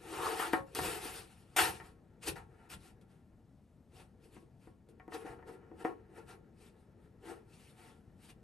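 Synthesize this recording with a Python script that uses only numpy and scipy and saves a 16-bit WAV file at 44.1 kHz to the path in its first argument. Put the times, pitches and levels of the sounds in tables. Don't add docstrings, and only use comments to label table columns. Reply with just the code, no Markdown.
import sys
import numpy as np
from scipy import signal
from scipy.fft import rfft, irfft, next_fast_len
from scipy.io import wavfile
from scipy.ndimage import uniform_filter1d, map_coordinates

SR = 44100
rng = np.random.default_rng(int(sys.argv[2]) if len(sys.argv) > 2 else 0)


def output_pcm(signal):
    pcm = np.clip(np.atleast_2d(signal).T, -1, 1) * 32767
    wavfile.write(sys.argv[1], SR, np.round(pcm).astype(np.int16))


N = 371763


def amp(db):
    return 10 ** (np.asarray(db) / 20)


def unit(x):
    return x / np.sqrt(np.mean(x ** 2) + 1e-20)


def along(points, hz):
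    point_hz, values = np.transpose(points)
    return np.interp(np.log(hz + 1), np.log(point_hz + 1), values)


def curves(rows):
    seconds, *columns = np.transpose(rows)
    return [np.interp(np.arange(N) / SR, seconds, column) for column in columns]


def wobble(rate):
    knots = rng.standard_normal(int(N * rate / SR) + 4)
    return map_coordinates(knots, [np.arange(N) * rate / SR])


def filtered(x, response):
    size = next_fast_len(N + SR)
    spectrum = rfft(x, size) * response(np.fft.rfftfreq(size, 1 / SR))
    return irfft(spectrum, size)[..., :N]


def band(x, lo_hz, hi_hz):
    inside = filtered(x, lambda hz: (hz > lo_hz) & (hz < hi_hz))
    return np.sqrt(np.mean(inside ** 2))


def patchy(depth_db):
    z = signal.stft(rng.standard_normal(N), nperseg=256)[2]
    field = uniform_filter1d(rng.standard_normal(z.shape), size=4, axis=0)
    field = uniform_filter1d(field, size=10, axis=1)
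    return signal.istft(z * amp(depth_db * unit(field)), nperseg=256)[1][:N]


def air(spectrum, apart):
    shared, left, right = (patchy(depth_db=1.23) for _ in range(3))
    both = shared + apart * np.array([left, right])
    return unit(filtered(both, lambda hz: amp(along(spectrum, hz))))


# peak of the swell in seconds, level there in dB.
COUNTER_PUSHES = [(.2, -54), (.56, -53), (.81, -47.5), (1.1, -58.5), (1.62, -48.5), (2.3, -51), (2.76, -54),
                  (3.97, -63), (5.299, -57), (5.75, -62), (6.271, -55), (8.099, -62.5), (8.35, -60.5)]
RUMBLE_DB, PUSH_RISE_DB_PER_S, PUSH_FALL_DB_PER_S = -64, 201.5, 70.5


def rumble():
    t = np.arange(N) / SR
    power = amp(RUMBLE_DB) ** 2
    for peak_s, db in COUNTER_PUSHES:
        drop_db = np.maximum(PUSH_RISE_DB_PER_S * (peak_s - t), PUSH_FALL_DB_PER_S * (t - peak_s))
        power = power + amp(db - drop_db) ** 2
    return np.sqrt(power)


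# frequency in Hz, relative level in dB.
AIR_COLOUR = [(100, -20), (220, -0.5), (400, -16), (600, -16), (1200, -29.5), (3000, -38), (7000, -43),
              (11500, -39), (12600, -53.5), (13200, -83)]
# frequency in Hz, relative level in dB.
RUMBLE_COLOUR = [(15, -32.5), (30, 5), (65, 13), (125, 11.5), (200, 7), (330, -46.5)]
AIR_DB = -67.5


def kitchen():
    steady = amp(AIR_DB + .7 * wobble(2.5))
    return steady * air(AIR_COLOUR, apart=0.11) + rumble() * air(RUMBLE_COLOUR, apart=0.17)


# start of full speed in seconds, rise, hold and fall in seconds,
# hiss level in dB, low and high drone in dB over the hiss before a trim in scrape().
EDGE_STROKES = [ (0.144, .25, 0.042, 0.22, -54, 6, 2), (0.231, 0.11, 0.09, .25, -47.5, 9, 4),
                (0.404, 0.087, 0.0091, 0.19, -44.5, -10, 3), (0.528, 0.0035, 0.015, 0.093, -52, 1, 11),
                (0.67, 0.024, 0.025, .05, -75, 1, 8.5), (0.754, 0.0037, .003, 0.16, -43, 0.5, -9),
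                (0.85, 0.13, 0.0064, 0.12, -43.5, 6, -3), (0.9, 0.14, 0.0087, 0.31, -47, -2, -0.5),
                (1.049, .1, 0.0092, 0.26, -50, -3, -7), (1.168, 0.26, .02, .12, -54.5, -11, -12),
                (1.305, 0.6, 0.026, 0.48, -70.5, -1, -4), (1.54, .15, 0.035, 0.038, -75, -5.5, 2),
                (1.566, .004, 0.042, 0.17, -33, -5, -2), (1.587, 0.026, 0.0023, 0.033, -36.5, -4, 9),
                (1.813, 0.027, .005, 0.033, -73.5, 16, 16), (1.863, 0.088, 0.0044, 0.097, -65.5, 3, 3),
                (2.234, 0.026, .005, 0.14, -53.5, -16.5, -15.5),
                (2.281, 0.041, .003, 0.061, -39.5, -1.5, -23), (2.357, 0.0064, 0.004, 0.11, -61, 7, 10.5),
                (2.644, 0.35, .005, 0.11, -79.5, 12.5, 14), (2.702, 0.015, 0.039, 0.045, -53.5, -6.5, -10),
                (2.864, 0.16, 0.013, 0.078, -65.5, 0, -6), (3.012, 0.0028, .004, 0.038, -75, 1, -8.5),
                (3.113, .08, 0.0039, 0.23, -80, 2.5, 3), (3.964, 0.072, 0.037, 0.1, -65.5, 6.5, 0),
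                (4.245, .06, .005, 0.11, -73, 8, -7.5), (4.343, 0.07, 0.013, 0.15, -69.5, 9.5, -10),
                (4.636, 0.096, .01, 0.17, -76, -2.5, -2), (4.888, 0.0038, .008, 0.053, -73.5, 15.5, -9.5),
                (5.142, 0.043, 0.0059, 0.076, -53.5, 15.5, 4), (5.188, .05, 0.035, 0.053, -68, 14.5, 5),
                (5.257, 0.043, 0.051, 0.097, -67.5, 17, 12.5), (5.481, 0.037, 0.058, .06, -71, 17.5, 8),
                (5.802, 0.067, 0.027, 0.026, -67.5, 12.5, 7), (5.844, .004, 0.012, 0.12, -63, 24.5, 16),
                (6.184, 0.11, .005, 0.092, -69.5, 15.5, 10.5), (6.292, 0.05, 0.033, 0.066, -64.5, 4.5, 4.5),
                (6.621, .1, 0.059, 0.076, -70.5, 4.5, -4.5), (6.804, 0.11, .005, 0.12, -80.5, 3, 1),
                (7.041, .1, .01, .1, -82, 8.5, 4.5), (7.264, .06, 0.037, 0.13, -61.5, 12.5, 7.5),
                (7.546, 0.13, 0.16, 0.073, -69.5, -7, -20), (7.785, 0.088, 0.099, 0.17, -68.5, -5, 1.5),
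                (8.245, 0.092, 0.0046, 0.089, -65, -19.5, -7), (8.301, .06, .003, 0.042, -61.5, -20, -15.5),
                ]
# time in seconds, low drone in dB before the trim.
RESTING_DRONE = [(0, -107), (1.4, -73.5), (2.0, -69.5), (3.1, -69), (3.6, -81), (4.3, -71.5), (4.8, -75),
                 (5.4, -58), (6.1, -64), (6.6, -68.5), (7.3, -67.5), (8.43, -70)]
REST_HIGH_DB = -11
SPAN_DB = 30
RISE_BEND, FALL_BEND = 1.224, 1.167
LOW_SWING, HIGH_SWING = 0.8, 1


def strokes():
    t = np.arange(0, N / SR + .002, .001)
    start, rise, hold, fall, hiss_db, low_db, high_db = np.transpose(EDGE_STROKES)[:, :, None]
    early = np.maximum(start - t, 0) / rise
    late = np.maximum(t - start - hold, 0) / fall
    lost_db = SPAN_DB * (early ** RISE_BEND + late ** FALL_BEND)
    rest_db = np.interp(t, *np.transpose(RESTING_DRONE))
    layers = [(0, 1, -120), (low_db, LOW_SWING, rest_db), (high_db, HIGH_SWING, rest_db + REST_HIGH_DB)]
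    levels = []
    for over_db, swing, floor_db in layers:
        moving = np.sum(amp(hiss_db + over_db - swing * lost_db) ** 2, axis=0)
        levels.append(10 * np.log10(moving + amp(floor_db) ** 2))
    return np.column_stack([t, *levels])


def plate(modes, damping):
    def response(hz):
        total = 0
        for k, (mode_hz, db, t60) in enumerate(modes):
            width = damping * np.log(1000) / (np.pi * t60)
            loss = 1j * hz * width
            total = total + (-1) ** k * amp(db) * loss / (mode_hz ** 2 - hz * hz + loss)
        return total
    return response


def drone(level_db, response, lo_hz, hi_hz):
    grit = rng.standard_normal(N) * amp(2.0 * rng.exponential(size=N))
    scale = band(filtered(grit, response), lo_hz, hi_hz)
    return filtered(grit * amp(level_db + 0.25 * wobble(130)), response) / scale


# frequency in Hz, relative level in dB,
# ring time in seconds (divided by the damping under the blade; a knock's mode falls 90 dB in it).
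PLATE_MODES = [(327, 0, .2), (440, -1, .12), (750, 0, .13), (905, -3, .12), (969, -5, .25), (1100, -8, .28),
               (1260, -5, .16), (1390, -5, .1), (1610, -8, .12), (1723, -8, .1), (1830, -6, .2),
               (1957, -9, .15), (2180, -15, .1), (2310, -15, .09), (2600, -18, .07), (2930, -18, .09)]
# frequency in Hz, relative level in dB.
HISS_COLOUR = [(150, -41), (400, -7), (1200, -2), (2000, -2.5), (2600, 2), (3300, -2), (4500, -4),
               (6800, -9), (9000, -1), (11800, -2.5), (12800, -11.5), (13250, -42)]
TOP_FADE_HZ, TOP_FULL_DB, TOP_FADE_GROWS = 11900, -46, .8
FAST_FROM_DB, FAST_FULL_DB, PIVOT_HZ = -50, -29, 1110


def scrape():
    hiss_db, low_db, high_db = curves(strokes())
    catch = wobble(40)
    stutter = 1.8 * catch + 1.3 * wobble(14)
    hiss = filtered(patchy(depth_db=2.0), lambda hz: amp(along(HISS_COLOUR, hz)))
    top = filtered(hiss, lambda hz: 1 / (1 + (TOP_FADE_HZ / (hz + 1)) ** 30))
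    top_gain = amp(TOP_FADE_GROWS * np.minimum(hiss_db - TOP_FULL_DB, 0))
    hiss = hiss - top * (1 - top_gain)
    hiss = amp(hiss_db + 0.92 * catch) * hiss / band(hiss, 2100, 9500)
    low_modes, high_modes = plate(PLATE_MODES[:2], damping=3.5), plate(PLATE_MODES[2:], damping=4.3)
    low = drone(low_db - 3 + stutter, low_modes, 280, 600)
    high = drone(high_db - 3 + 1.5 * catch, high_modes, 650, 1200)
    fast = np.clip((hiss_db - FAST_FROM_DB) / (FAST_FULL_DB - FAST_FROM_DB), 0, 1)
    high = (1 - fast) * high + fast * filtered(high, lambda hz: hz / PIVOT_HZ)
    return hiss + low + high


def gliding(db, hz, shape):
    return np.sqrt(2) * amp(db) * shape * np.sin(2 * np.pi * np.cumsum(hz) / SR)


# time in seconds, level in dB before a trim, centre in Hz.
FLEX_RASP = [(0.14, -49.5, 1030), (0.27, -34, 1120), (0.354, -54, 1030), (0.392, -52, 981.5),
             (0.4, -34, 1012), (0.472, -42, 1633), (0.5, -71, 1660)]
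# time in seconds, mean level in dB.
LIFTED_RING = [(.56, -50), (.6, -52), (.63, -62), (.67, -60), (.735, -61)]
FREE_RING_HZ = 541


def blade():
    rasp_db, rasp_hz = curves(FLEX_RASP)
    ring_db, = curves(LIFTED_RING)
    t = np.arange(N) / SR
    spread = unit(filtered(rng.standard_normal(N), lambda hz: 1 / (1 + (hz / 280) ** 2)))
    rasping = np.interp(t, [.08, .14, .5, .52], [0, 1, 1, 0])
    lifted = np.interp(t, [.54, .56, .745, .749], [0, 1, 1, 0])
    ring = gliding(ring_db + wobble(30), FREE_RING_HZ + 3 * wobble(40), lifted)
    rasp = gliding(rasp_db - 4.5, rasp_hz, rasping * spread)
    return rasp + ring


# peak in seconds, nominal level in dB,
# crack in dB over that level before a trim, brightness in dB per octave.
BLADE_KNOCKS = [(0.398, -24.5, -17, 0), (0.535, -11, -24, 1), (0.751, -33, 3.5, 1),
                (0.791, -19.5, -14, 0.5), (0.848, -26.5, -30, -1), (1.057, -32.5, -30, -4),
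                (1.565, -22.5, -9, 5), (1.802, -37.5, -36.5, 9), (2.36, -42.5, -34, 1.5),
                (4.367, -39, -43, -4), (4.674, -40.5, -41, -5), (4.891, -53.5, -22.5, -7.5),
                (5, -41, -34, 3.5), (5.081, -33.5, -34, -6), (5.123, -33.5, -39, -0.5),
                (5.15, -36.5, -36, -2), (5.25, -35.5, -36, -10), (5.393, -41.5, -42, -3),
                (5.428, -43, -40, -2), (5.497, -36.5, -39, -7), (5.717, -37, -45.5, -6.5),
                (5.851, -16.5, -49, -3)]


def knocks():
    out, t = np.zeros(N + SR), np.arange(SR // 2) / SR
    hz, level_db, ring_s = np.transpose(PLATE_MODES)[:, :, None]
    chance = rng.standard_normal((len(BLADE_KNOCKS), len(PLATE_MODES), 1))
    for (peak_s, db, crack_db, tilt_db), size in zip(BLADE_KNOCKS, chance):
        reach = amp(level_db + 2.5 * size + tilt_db * np.log2(hz / 800))
        modes = reach * amp(-90 * t / ring_s) * np.sin(2 * np.pi * hz * t)
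        ring = np.sum(modes, axis=0) / np.sqrt(np.sum(reach ** 2))
        onset = 1 - np.exp(-t / 0.00074)
        bounce = 0.33 + amp(-60 * t / 0.021)
        ring *= onset * bounce
        crack = signal.lfilter([1, -1], [1, -.3], rng.standard_normal(len(t)))
        crack *= amp(crack_db - 60 * t / 0.014)
        start = round((peak_s - .0015) * SR)
        out[start:start + len(t)] += amp(db) * (amp(-2.5) * ring + amp(-0.5) * crack)
    thin = signal.butter(2, 220, "high", fs=SR, output="sos")
    return signal.sosfilt(thin, out[:N])


# frequency in Hz, time to fall 60 dB in seconds.
ECHO_DECAY = [(200, 0.37), (1500, 0.16), (8000, 0.085)]


def echo(x):
    hz, t, z = signal.stft(rng.standard_normal((2, SR // 2)), SR, nperseg=256)
    decay = amp(-60 * t / along(ECHO_DECAY, hz)[:, None])
    tail = signal.istft(z * decay, SR, nperseg=256)[1]
    tail = tail / np.linalg.norm(tail[0])
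    delayed = np.pad(x, (120, 0))[None]
    return signal.fftconvolve(delayed, tail, axes=1)[:, :N]


# frequency in Hz, gain in dB on the answer.
ECHO_COLOUR = [(250, -11.5), (900, -4), (6500, -9), (9000, -5.5)]


def scene():
    spatula = scrape() + blade() + knocks()
    spatula = filtered(spatula, lambda hz: 1 / (1 + (hz / 13150) ** 90))
    answer = filtered(echo(spatula), lambda hz: amp(along(ECHO_COLOUR, hz)))
    return spatula + answer + kitchen()


# frequency in Hz, radians by which the left port leads.
LEFT_LEAD = [(0, 0), (2000, 0), (2900, .75), (4200, .45), (5100, .65), (6600, .1), (7600, .85),
             (8600, -.05), (10200, -3.1), (12000, -6.25), (12600, -6.6), (13200, -8.5)]
# frequency in Hz, left over right in dB.
LEFT_LOUDER = [(60, 1.6), (200, 5.5), (400, 3), (750, 2), (1500, 3.5), (2800, 5), (5500, 4.5), (9000, 0.5),
               (15000, 0.5)]
TOP_HZ = 16460


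def record(dry):
    side = np.array([[.5], [-.5]])

    def ports(hz):
        strength = amp(side * along(LEFT_LOUDER, hz))
        phase = side * np.interp(hz, *np.transpose(LEFT_LEAD))
        return strength * np.exp(1j * phase) * (hz < TOP_HZ)

    return filtered(dry, ports)


dry = scene()
out = record(dry)
output_pcm(out)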